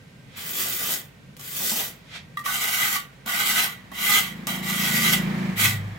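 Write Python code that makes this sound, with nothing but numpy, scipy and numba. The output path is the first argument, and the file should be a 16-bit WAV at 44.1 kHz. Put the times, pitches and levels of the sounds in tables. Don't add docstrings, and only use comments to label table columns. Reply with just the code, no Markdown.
import sys
import numpy as np
from scipy import signal
from scipy.fft import rfft, irfft, next_fast_len
from scipy.io import wavfile
from scipy.ndimage import uniform_filter1d, map_coordinates
from numba import njit

SR = 44100
rng = np.random.default_rng(int(sys.argv[2]) if len(sys.argv) > 2 else 0)


def wrap_up_sound(samples):
    columns = np.atleast_2d(samples).T
    tamed = np.clip(columns, -1, 1)
    steps = np.round(tamed * 32767).astype(np.int16)
    wavfile.write(sys.argv[1], SR, steps)


N = 263718

# f/Hz, level/dB, t60/s (time to fade by 60 dB)
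BLADE_MODES = [(1194.6, -1, 0.19), (1904, -9.5, 0.18), (2020, -12.5, 0.19), (2770, -19, 0.055),
               (3350, -21, 0.09), (3900, -16, .04)]


def strokes():
    # f/Hz, level/dB
    sand_spectrum = [(500, -49), (1000, -4), (2000, -27), (3500, 1), (4600, 5), (5400, 3.5), (7300, 5),
                     (9000, 2), (12000, 5), (15700, 4)]
    # f/Hz, level/dB
    fine_spectrum = [(6000, -42), (9500, -16), (12500, -22), (14000, 0), (15700, 0)]
    # f/Hz, width/Hz, level/dB, share of the bending (0-1)
    flat_modes = [(220, 87, -4.5, 0), (451, 120, -2.5, 0), (670, 134, -8.5, .3), (1200, 62, 3.5, 1),
                  (1505, 95, 0.5, 0.8), (1740, 210, -4, .3), (1974, 70, 6, 0.1), (2440, 460, -1, 0.8),
                  (3070, 340, -1, 0), (3320, 66, 6.5, 0.4), (3630, 90, -2, 0.3), (4260, 120, -2, 0.3)]
    edge_modes = [(222, 55, -10, 0), (415, 128, -15, 0), (770, 170, -9, 0.93), (1195, 48, 4, 0.98),
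                  (1495, 44, 4.3, 0.98), (1975, 54, 7.6, 0.3), (2210, 167, 1.5, 0), (2620, 344, -3.5, 0),
                  (2820, 250, -1, 0.42), (3250, 137, 1, 0.14), (3600, 270, -9.5, 0.13),
                  (3950, 150, 0, 0.49)]
    hiss_db, ring_db, flex, sizzle_db, tip_db = hand()
    sand = grit()
    coarse = coloured(patchy(sand, depth_db=2.6), sand_spectrum)
    spurts = patchy(grit(), depth_db=2.6) * amp(2.6 * wobble(70))
    rasp = coarse + amp(sizzle_db) * coloured(spurts, fine_spectrum)
    flat_ring = amp(2.5) * blade(sand, flat_modes, flex, tip_db)
    edge_ring = amp(1.0) * blade(sand, edge_modes, flex, tip_db)
    ring = np.where(np.arange(N) / SR < 2.0, flat_ring, edge_ring)
    tremor = amp(0.8 * wobble(35))
    return tremor * (amp(hiss_db + 2) * rasp + amp(ring_db) * ring)


def hand():
    # t/s, rise/s, push/s, landing/dB, grip/dB, end of push/dB, mid-push swell/dB,
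    # release/(dB/s), ring boost/dB, pitch rise from bending/Hz, sizzle/dB, freedom of the tip/dB
    moves = [ (0.355, 0.253, 0.333, -45, -27.8, -27, -5, 260, -8, 64, 1, -0.5),
             (1.383, 0.179, 0.289, -46, -33, -32.5, 5.2, 245, -10, 64, -2, -2),
             (2.435, 0.025, 0.496, -42, -31.6, -27.8, 1.3, 298, -1, 72, -8, 1.5),
             (3.255, 0.067, 0.319, -38, -30.3, -25.8, 1.5, 244, 0.3, 74, -14, 0.5),
             (3.912, 0.1, 0.178, -54, -31, -25, 2.8, 190, 0.8, 96, -6.5, -2.5),
             (4.466, 0.005, 0.095, -40, -31, -38.6, -0.8, 174, 2.2, 56, -15, -1),
             (4.61, 0.089, 0.445, -44.3, -31.5, -24.3, -0.1, 252, 0.6, 62, -18, -3.5),
             (5.555, 0.044, 0.108, -42, -24.5, -29.7, 3, 275, 1, 58, -17, -6), ]
    # t/s, half length/s, surge/dB
    bites = [(1.797, 0.026, 7.7), (2.84, 0.04, 4.3), (3.592, 0.028, 5), (4.167, 0.024, 4.2),
             (5.07, 0.025, 4.7), (5.139, 0.012, 3.8), (5.66, 0.015, 3.5)]
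    landing_s, slack_hz = 0.025, 1143
    trail_db, trail_db_per_s = -24, 120
    clog_db_per_s = 5
    clock = np.arange(N) / SR
    controls = np.outer([-120, -120, 0, 0, 0], np.ones(N))
    bite_db = sum(db * np.exp(-((clock - s) / half_s) ** 2) for s, half_s, db in bites)
    for (s, rise_s, push_s, land_db, grip_db, end_db, swell_db,
         release, boost_db, flex_hz, sizzle_db, tip_db) in moves:
        t = clock - s
        pushed = np.clip((t - rise_s) / push_s, 0, 1)
        after_s = np.maximum(t - rise_s - push_s, 0)
        level_db = np.interp(t, [0, rise_s, rise_s + push_s], [land_db, grip_db, end_db])
        level_db += swell_db * np.sin(np.pi * pushed)
        level_db += np.maximum(-release * after_s, trail_db - trail_db_per_s * after_s)
        level_db += 20 * np.log10(np.clip(t / landing_s, 1e-3, 1))
        top_db = level_db.max()
        hiss_db = level_db + 0.3 * bite_db
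        ring_db = top_db + boost_db + 0.78 * (level_db - top_db) + bite_db
        bent_hz = slack_hz + flex_hz * amp(1.15 * (hiss_db - top_db))
        flex = bent_hz / BLADE_MODES[0][0] - 1
        clog_db = clog_db_per_s * push_s * pushed
        stroke = [hiss_db, ring_db, flex, np.full(N, sizzle_db), tip_db - clog_db]
        controls = np.where((t >= 0) & (hiss_db > controls[0]), stroke, controls)
    return controls


def grit():
    snaps_per_s = 6000
    snaps = (rng.random(N) < snaps_per_s / SR) * amp(2 * np.minimum(rng.exponential(size=N), 3))
    grains = .62 * unit(snaps * noise()) + noise()
    catch_db = .9 * wobble(60) + .6 * wobble(260)
    return unit(grains * amp(catch_db))


def patchy(x, depth_db):
    bands = signal.stft(x, nperseg=512)[2]
    patches = uniform_filter1d(rng.standard_normal(bands.shape), size=3, axis=1)
    patches = unit(uniform_filter1d(patches, size=9, axis=2))
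    return signal.istft(bands * amp(depth_db * patches), nperseg=512)[1][:, :N]


def blade(sand, modes, flex, tip_db):
    steel = np.zeros((2, N))
    for hz, width, db, share in modes:
        moving_hz = hz * (1 + share * flex + .005 * wobble(12))
        gain = amp(db + share ** 2 * tip_db + 1.47 * wobble(16))
        steel += gain * np.array([resonate(side, moving_hz, float(width)) for side in sand])
        steel = -steel
    return unit(filtered(steel, lambda hz: 1 / (1 + (hz / 5500) ** 4)))


def taps():
    # t/s, level/dB, ring boost/dB, lowest mode/Hz
    touches = [(1.367, -37, -18, 1170), (1.395, -33.5, -7, 1142), (2.371, -32, 14, 1179),
               (2.392, -33, 3, 1204), (2.412, -41, -4, 1205), (2.461, -27.5, 9.5, 1142),
               (2.957, -30, 10.5, 1148), (3.261, -28.5, -9, 1110), (3.672, -39.5, 10, 1124),
               (3.916, -39, 5, 1110), (4.098, -19, -9, 1200), (4.183, -25, -6, 1280), (4.47, -18, -8, 1180)]
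    tick_t60_s, crunch_t60_s = 0.016, 0.08
    out, t = np.zeros((2, N + SR)), np.arange(SR // 3) / SR
    damping = 0.45 + 0.71 * np.exp(-(t / 0.01) ** 2)
    onset = 1 - np.exp(-t / 0.0024)
    for s, db, ring_db, lowest_hz in touches:
        pitch = lowest_hz / BLADE_MODES[0][0]
        ring = 0
        for hz, mode_db, t60 in BLADE_MODES:
            fade = amp(mode_db + rng.normal(0, 1) - 60 * t / t60)
            ring += fade * np.sin(2 * np.pi * (hz * pitch * t + 0.87 * rng.random((2, 1))))
        crunch = .5 * amp(-60 * t / crunch_t60_s) * rng.standard_normal((2, len(t)))
        tick = amp(-1.5 - 60 * t / tick_t60_s) * rng.standard_normal((2, len(t)))
        tap = tick + onset * (crunch + amp(ring_db) * damping * ring)
        out[:, round(s * SR):][:, :len(t)] += amp(db) * tap
    return filtered(out[:, :N], lambda hz: 1j * hz / (1j * hz + 350))


def lumps():
    # t/s, level/dB, t60/s
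    squashes = [(0.655, -42, 0.38), (0.81, -42, 0.19), (0.885, -40.5, 0.46), (1.6, -40.5, 0.3),
                (1.716, -28, 0.1), (1.756, -40, 0.15), (1.795, -38.5, 0.38), (3.261, -39.5, .15),
                (3.5, -39, 0.16), (3.917, -35.5, 0.086), (4.472, -35, 0.6)]
    # f/Hz, level/dB
    mortar_spectrum = [(100, -32), (180, 5), (240, 13), (310, -16), (480, -15), (580, 2), (700, 5.5),
                       (950, 3), (1800, -18), (4000, -15), (9000, -45)]
    push, t = np.zeros(N + SR), np.arange(SR // 2) / SR
    onset = 1 - np.exp(-t / 0.0013)
    for s, db, t60 in squashes:
        push[round(s * SR):][:len(t)] += amp(db - 60 * t / t60) * onset
    return push[:N] * coloured(grit(), mortar_spectrum)


def wipes():
    # peak t/s, level/dB, rise/(dB/s), fall/(dB/s)
    swishes = [(0.392, -38.5, 230, 130), (1.79, -37, 150, 130), (2.162, -35, 240, 320)]
    # f/Hz, level/dB
    smear_spectrum = [(240, -46), (400, -23), (520, -24), (598, -11), (1180, -7), (2250, 1.5), (2970, -5),
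                      (3210, 0.5), (16000, -34)]
    t = np.arange(N) / SR
    level = sum(amp(db - np.maximum(rise * (s - t), fall * (t - s))) for s, db, rise, fall in swishes)
    return level * coloured(noise(), smear_spectrum)


def motorbike():
    # t/s, firing rate/Hz
    firing_rate = [(4.2, 26.8), (4.8, 27.4), (5.42, 27.3), (5.66, 25.8), (5.98, 25.1)]
    # f/Hz, level/dB
    pipe_spectrum = [(80, -29), (110, -15), (137, -4.5), (164, 1), (191, 5.5), (218, 0), (246, -8.5),
                     (275, -15), (305, -16), (355, -9.5), (430, -63)]
    # f/Hz, level/dB
    silencer_spectrum = [(70, -55), (90, -10), (100, 0), (135, 0), (300, -45), (900, -100)]
    # f/Hz, level/dB
    rattle_spectrum = [(240, -34), (400, 0), (553, 1.5), (935, 2), (1230, 1), (1420, -2), (1760, 3.5),
                       (2320, 2.5), (2550, -3.5), (6240, -17.5), (7170, -19), (8900, -24), (16000, -24.5)]
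    nearest_s, pass_s = 5.27, 0.5
    t = np.arange(N) / SR
    firing_hz = np.interp(t, *np.transpose(firing_rate)) * (1 + 0.00318 * wobble(12))
    firings = np.cumsum(firing_hz) / SR
    near = np.hypot(1, (t - nearest_s) / pass_s) ** -1.85
    open_s, shut_s = 3.9, 5.5
    opened, shut = ramp(open_s, length_s=0.5), ramp(shut_s, length_s=0.07)

    def harmonic(k):
        gain = amp(2.43 * wobble(6.34))
        return gain * np.sin(2 * np.pi * (k * firings + rng.random()) + .5 * wobble(7))

    mean_hz = np.mean(firing_rate, axis=0)[1]
    tones = sum(amp(along(pipe_spectrum, k * mean_hz)) * harmonic(k) for k in range(3, 17))
    throb = amp(0.74 * np.cos(2 * np.pi * firings))
    gas = 0.3 * coloured(noise()[0], pipe_spectrum + [(700, -49), (1500, -90)])
    bark = amp(-26.5 - 8 * (1 - opened + shut)) * throb * (unit(tones) + gas)
    boom_db = -26.5 - 24 * (1 - ramp(shut_s, length_s=0.16))
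    boom = amp(boom_db) * (unit(harmonic(4)) + .75 * coloured(noise()[0], silencer_spectrum))
    drone = amp(-50.3) * near ** 0.5 * unit(harmonic(2))
    clatter = amp(-35 - 2 * shut) * unit(throb * coloured(noise(), rattle_spectrum))
    return near * (bark + boom) + drone, near * clatter


def street():
    # f/Hz, level/dB
    traffic_spectrum = [(15, -52), (25, -31), (43, -16), (70, -11), (90, -4.5), (141, 4), (190, -2),
                        (232, -5), (320, -13), (420, -54), (700, -120)]
    # f/Hz, level/dB
    air_spectrum = [(220, -39), (380, -8), (496, -6), (711, -13.5), (1460, -15.5), (1600, -7), (1680, -43),
                    (1790, -10), (2190, -13), (2330, -14), (16000, -37.5)]
    hum = amp(-49.3 + 1.1 * wobble(7)) * coloured(noise(), traffic_spectrum)
    air = amp(-54.5 + 0.44 * wobble(2.47)) * coloured(noise(), air_spectrum)
    return hum + air


def yard(x):
    # f/Hz, t60/s
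    echo_times = [(200, 0.32), (2000, 0.27), (8000, 0.13), (15000, 0.06)]
    hz, t, bands = signal.stft(rng.standard_normal((2, SR // 2)), SR, nperseg=256)
    fade = amp(-60 * t / along(echo_times, hz)[:, None])
    tail = signal.istft(bands * fade, SR, nperseg=256)[1]
    return signal.fftconvolve(x, tail / np.linalg.norm(tail[0]), axes=1)[:, :N]


def stereo(pair):
    # f/Hz, likeness (0-1)
    likeness = [(150, .94), (400, 0.65), (800, 0), (1800, 0.1), (3500, 0.12), (6000, 0.22), (7500, .65),
                (9000, 0.4), (10500, 0.33), (15000, 0.22)]
    # f/Hz, left minus right/dB
    balance = [(200, -.3), (1200, -2.5), (2300, -.5), (3900, -5.5), (5100, -1), (6300, -6), (8000, -3.5),
               (9600, 4), (11600, 3.5), (13200, 12), (15000, -3.5)]
    angle = lambda hz: np.arccos(np.clip(along(likeness, hz), -1, 1)) / 2
    mid, side = filtered(pair, lambda hz: np.array([np.cos(angle(hz)), np.sin(angle(hz))]))
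    left_right = np.array([mid + side, mid - side])
    return filtered(left_right, lambda hz: amp(np.outer([.5, -.5], along(balance, hz))))


def amp(db):
    return 10 ** (np.asarray(db) / 20)


def unit(x):
    return x / np.sqrt(np.mean(x ** 2) + 1e-20)


def along(points, hz):
    f, v = np.transpose(points)
    return np.interp(np.log(hz + 1), np.log(f), v)


def ramp(start_s, length_s):
    return np.clip((np.arange(N) / SR - start_s) / length_s, 0, 1)


def wobble(rate):
    return map_coordinates(rng.standard_normal(int(N * rate / SR) + 4), [np.arange(N) * rate / SR])


def noise():
    return rng.standard_normal((2, N))


def filtered(x, response):
    size = next_fast_len(N + SR // 2)
    return irfft(rfft(x, size) * response(np.fft.rfftfreq(size, 1 / SR)), size)[..., :N]


def coloured(x, spectrum):
    return unit(filtered(x, lambda hz: amp(along(spectrum, hz))))


@njit
def resonate(x, hz, width):
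    y, state = np.zeros(len(x)), 0j
    keep = np.exp(-np.pi * width / SR)
    for i in range(len(x)):
        state = state * keep * np.exp(2j * np.pi * hz[i] / SR) + (1 - keep) * x[i]
        y[i] = state.real
    return y


def scene():
    work = strokes() + taps() + lumps() + wipes()
    exhaust, clatter = motorbike()
    lag_s = 0.00033
    left_lag = lambda hz: np.exp(2j * np.pi * np.outer([-.5, .5], hz) * lag_s)
    return stereo(work + amp(-10) * yard(work) + clatter + street()) + filtered(exhaust, left_lag)


def record(dry):
    top_hz, fade_hz = 15950, 200
    return filtered(dry, lambda hz: np.clip((top_hz - hz) / fade_hz + .5, 0, 1))


dry = scene()
out = record(dry)
wrap_up_sound(out)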